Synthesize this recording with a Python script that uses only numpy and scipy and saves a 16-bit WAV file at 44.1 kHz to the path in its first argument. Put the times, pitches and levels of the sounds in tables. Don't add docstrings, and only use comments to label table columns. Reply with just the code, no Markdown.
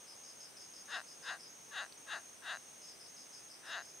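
import sys
import numpy as np
from scipy import signal
from scipy.fft import rfft, irfft
from scipy.io import wavfile

SR = 44100
rng = np.random.default_rng(int(sys.argv[2]) if len(sys.argv) > 2 else 0)


def to_wav(s):
    ch = np.atleast_2d(s).T
    pcm = np.round(np.clip(ch, -1, 1) * 32767)
    wavfile.write(sys.argv[1], SR, pcm.astype(np.int16))


N = 176400

# (start [s], length [s], relative level [dB])
TRILL_PHRASES = [(-.05, .115, -1.5), (.149, 0.19, .5), (.357, .1, 1), (.592, 0.237, 0), (.85, 0.11, -0.5),
                 (1.035, 0.31, -1), (1.475, 0.39, -1), (1.972, 0.386, -1), (2.5, .425, -1.5),
                 (3.075, 0.42, -0.5), (3.71, .35, 0)]
BUZZ_PHRASES = [(-.05, 1.505, 0), (1.54, .25, -2.5), (1.782, 1.93, 0), (3.825, .25, -2.5)]
CHIRP_PHRASES = [(.066, 0.082, 0), (.233, 0.087, -2), (.399, 0.076, 0.5), (.564, 0.079, .5),
                 (.73, .092, -1.5), (.895, 0.08, -0.5), (1.06, 0.082, -1), (1.222, 0.075, 0),
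                 (1.392, 0.088, 0), (2.815, .115, -1.5), (2.992, .088, -1.5), (3.16, 0.077, -1.5),
                 (3.323, 0.07, -0.5), (3.488, 0.076, -0.5), (3.652, .088, -2.5), (3.818, 0.091, -3)]
# (frequency [Hz], gain [dB])
TRILL_RING = [(5000, -27), (5900, -23), (6250, -14.5), (6450, 8.5), (6600, -2.5), (6780, -24), (8000, -45)]
BUZZ_RING = [(7000, -37), (7950, 2), (8200, -21), (8500, -4.5), (8690, -12.5), (8900, -10.5), (9150, -12),
             (9700, -14.5), (11000, -30.5), (15000, -37)]
CHIRP_RING = [(3800, -51), (4550, -9), (4800, 4), (5060, 4), (5380, -3), (5560, 5), (6200, -37),
              (9000, -29), (10400, -8), (11500, -53)]

# (frequency [Hz], relative level [dB per Hz])
CHORUS_SPECTRUM = [(4500, -26), (5400, -7), (5720, -5), (6160, 0), (6450, -5.5), (6850, -14.5), (7500, -19),
                   (7950, -12), (8200, -14.5), (8900, -12.5), (9600, -10.5), (11000, -26), (15000, -60)]
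# (frequency [Hz], relative level [dB per Hz])
HUSH_SPECTRUM = [(20, -25), (45, -17), (80, -10), (130, -3.5), (250, -1.5), (500, -0.5), (1000, -4),
                 (2000, -6), (2800, -6.5), (4200, -9.5), (7300, -15), (11000, -15), (15500, -19.5)]
# (frequency [Hz], likeness [0-1])
HUSH_EAR_LIKENESS = [(40, 0.41), (150, 0.2), (500, 0.32), (1500, 0.16), (4000, 0.21), (12000, 0.12)]

# (start [s], hardest press [s], scraper lets go [s], end [s], relative level [dB],
# speed at the start [ridges/s], speed at the press [ridges/s], speed at the end [ridges/s],
# braking curve [exponent], pressure change by the end [dB], second scraper's share [0-1])
FILE_STROKES = [(.878, .951, .969, 1.0145, 0, 660, 390, 85, 1.15, -9, 0),
                (1.225, 1.299, 1.308, 1.374, -2, 550, 490, 135, 2.2, -20, .8),
                (1.708, 1.79, 1.811, 1.863, 0, 580, 325, 75, .9, -13, 0),
                (2.066, 2.132, 2.143, 2.205, -1, 620, 400, 150, 1.8, -23, .8),
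                (2.42, 2.508, 2.527, 2.5705, 0, 560, 280, 90, .85, -7, 0),
                (3.628, 3.749, 3.764, 3.82, -1, 470, 255, 120, .95, -9, 0)]
# (frequency [Hz], gain [dB])
GENTLE_RING = [(200, -35), (480, -16), (680, 2), (880, -4), (1300, 0.5), (1640, 8.5), (1950, -0.5),
               (2300, -20), (2760, -3.5), (3200, -24.5), (3600, -17), (3950, -3.5), (4300, -14.5),
               (4750, -9), (5400, -28), (6700, -14), (7500, -28), (15000, -47)]
HARD_RING = [(200, -38), (480, -20), (690, -7.5), (900, -10), (1300, -2.5), (1620, 6), (1950, -1.5),
             (2300, -22.5), (2790, 0.5), (3080, -11.5), (3520, -4.5), (3830, 2), (4050, -9), (4300, -13.5),
             (5100, -20.5), (5700, -36), (6400, -30), (6780, -12), (7300, -29.5), (15000, -62)]
# (frequency [Hz], gain [dB])
CRAB_RIGHT_EAR = [(300, -9), (700, -2.5), (1600, -6), (2200, -3), (2800, -2), (3800, -3), (6000, -5)]

# (time [s], level [dB], centre frequency [Hz])
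GRASS_TICKS = [(1.924, -48, 4400), (3.066, -59, 4150), (3.856, -54, 8560)]


def amp(db):
    return 10 ** (np.asarray(db) / 20)


def unit(x):
    return x / np.sqrt(np.mean(x ** 2) + 1e-20)


def read(points, hz):
    row_hz, value = np.transpose(points)
    return np.interp(np.log(hz + 1), np.log(row_hz + 1), value)


def colour(x, points):
    log_gain = np.log(amp(read(points, abs(np.fft.fftfreq(8192, 1 / SR)))))
    ring = np.fft.ifft(np.exp(np.conj(signal.hilbert(log_gain)))).real[:2048]
    return signal.oaconvolve(x, ring)[:N]


def scatter(x, decay_s):
    t = np.arange(SR // 4) / SR
    tails = rng.standard_normal((2, len(t))) * np.exp(-t / decay_s) * (1 - np.exp(-2 * t / decay_s))
    tails /= np.linalg.norm(tails, axis=1)[:, None]
    return signal.oaconvolve(x[None], tails, axes=1)[:, :N]


def insect(phrases, wing, pitch_hz, sag_hz, pulse_hz, pulse_s, slip_turns, rough, edge_s,
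           db, pan_db, echo_db, echo_s):
    t = np.arange(N) / SR
    number, cycle = np.divmod(t * pulse_hz, 1)
    slip, size = rng.standard_normal((N, 2))[number.astype(int)].T
    age = cycle / pulse_hz
    stroke = age / pulse_s * np.exp(-(age / pulse_s) ** 2) * amp(1.2 * size)
    turns = age * (pitch_hz + sag_hz * (1 - age / pulse_s / 2)) + slip_turns * slip
    tone = unit(colour(stroke * np.sin(2 * np.pi * turns), wing))
    rasp = unit(colour(stroke * rng.standard_normal(N), wing))
    phrasing = sum(amp(lift_db) * np.clip(np.minimum(t - start, start + length - t) / edge_s, 0, 1)
                   for start, length, lift_db in phrases)
    song = unit(tone + rough * rasp) * phrasing * amp(db)
    return song * amp([[pan_db / 2], [-pan_db / 2]]) + amp(echo_db) * scatter(song, echo_s)


def background(spectrum, likeness):
    hz = np.fft.rfftfreq(N, 1 / SR)
    left, separate = rfft(rng.standard_normal((2, N)))
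    shared = np.clip(read(likeness, hz), -1, 1)
    right = shared * left + np.sqrt(1 - shared ** 2) * separate
    return unit(irfft(np.array([left, right]) * amp(read(spectrum, hz)), N))


def crab():
    rise_db, rise_curve, fall_curve = -22, 1.47, 2.12
    wobble_depth, wobble_hz = 0.065, 36.19
    release_s, second_lag_s = 0.042, 0.0026
    gentle, hard = np.zeros((2, N))
    for stroke in FILE_STROKES:
        start, press, let_go, end, db, start_rate, press_rate, end_rate, brake, fall_db, second = stroke
        t, phase = end, rng.random()
        for gap, size, slip in rng.standard_normal((150, 3)):
            if t < start:
                break
            before = max(press - t, 0) / (press - start)
            after = np.clip((t - press) / (end - press), 0, 1)
            rate = end_rate + (press_rate - end_rate) * (1 - after) ** brake
            rate += (start_rate - press_rate) * before
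            rate *= 1 + wobble_depth * (1 - after) * np.sin(2 * np.pi * (wobble_hz * t + phase))
            pressure = amp(rise_db * before ** rise_curve + fall_db * after ** fall_curve)
            bite = np.clip(.5 + (let_go - t) / release_s, 0, 1) * pressure ** 0.33
            force = pressure * amp(db + .5 * size)
            hard[round(t * SR)] += force * bite
            gentle[round(t * SR)] += force * (1 - bite)
            second_time = t + second_lag_s * (1 + slip / 10)
            gentle[round(second_time * SR)] += force * second * min(2 * after, 1) ** 4
            jitter = .035 + .09 * before
            t -= np.exp(jitter * gap) / rate
    left = amp(-6.5) * (colour(gentle, GENTLE_RING) + colour(hard, HARD_RING))
    right = colour(left, CRAB_RIGHT_EAR)
    return np.array([left, right]) + amp(-15.5) * scatter(left, decay_s=0.0079)


def grass_ticks(decay_s=0.0026):
    t, out = np.arange(N) / SR, np.zeros(N)
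    for start, db, hz in GRASS_TICKS:
        noise = unit(colour(rng.standard_normal(N), [(hz / 2, -18), (hz, 0), (hz * 2, -30)]))
        out += amp(db) * noise * (t > start) * np.exp(-abs(t - start) / decay_s)
    return out


def scene():
    trill = insect(TRILL_PHRASES, TRILL_RING, pitch_hz=6454, sag_hz=135,
                   pulse_hz=82.18, pulse_s=0.0067, slip_turns=0.22, rough=0.44, edge_s=0.0049,
                   db=-59, pan_db=-1.5, echo_db=-7.5, echo_s=0.012)
    buzz = insect(BUZZ_PHRASES, BUZZ_RING, pitch_hz=8754, sag_hz=250,
                  pulse_hz=99.4, pulse_s=0.0016, slip_turns=0.33, rough=0.22, edge_s=0.006,
                  db=-69, pan_db=0, echo_db=4.5, echo_s=0.0036)
    chirp = insect(CHIRP_PHRASES, CHIRP_RING, pitch_hz=5122, sag_hz=350,
                   pulse_hz=77.8, pulse_s=0.00725, slip_turns=0.19, rough=0.83, edge_s=0.0067,
                   db=-58.5, pan_db=1.5, echo_db=-2, echo_s=0.026)
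    chorus = amp(-62) * background(CHORUS_SPECTRUM, likeness=[(1, 0.66)])
    hush = amp(-60) * background(HUSH_SPECTRUM, HUSH_EAR_LIKENESS)
    return trill + buzz + chirp + chorus + hush + crab() + grass_ticks()


def record(dry):
    low_pass = signal.firwin(801, 15720, window=("kaiser", 9), fs=SR)
    return signal.oaconvolve(dry, low_pass[None], "same")


dry = scene()
out = record(dry)
to_wav(out)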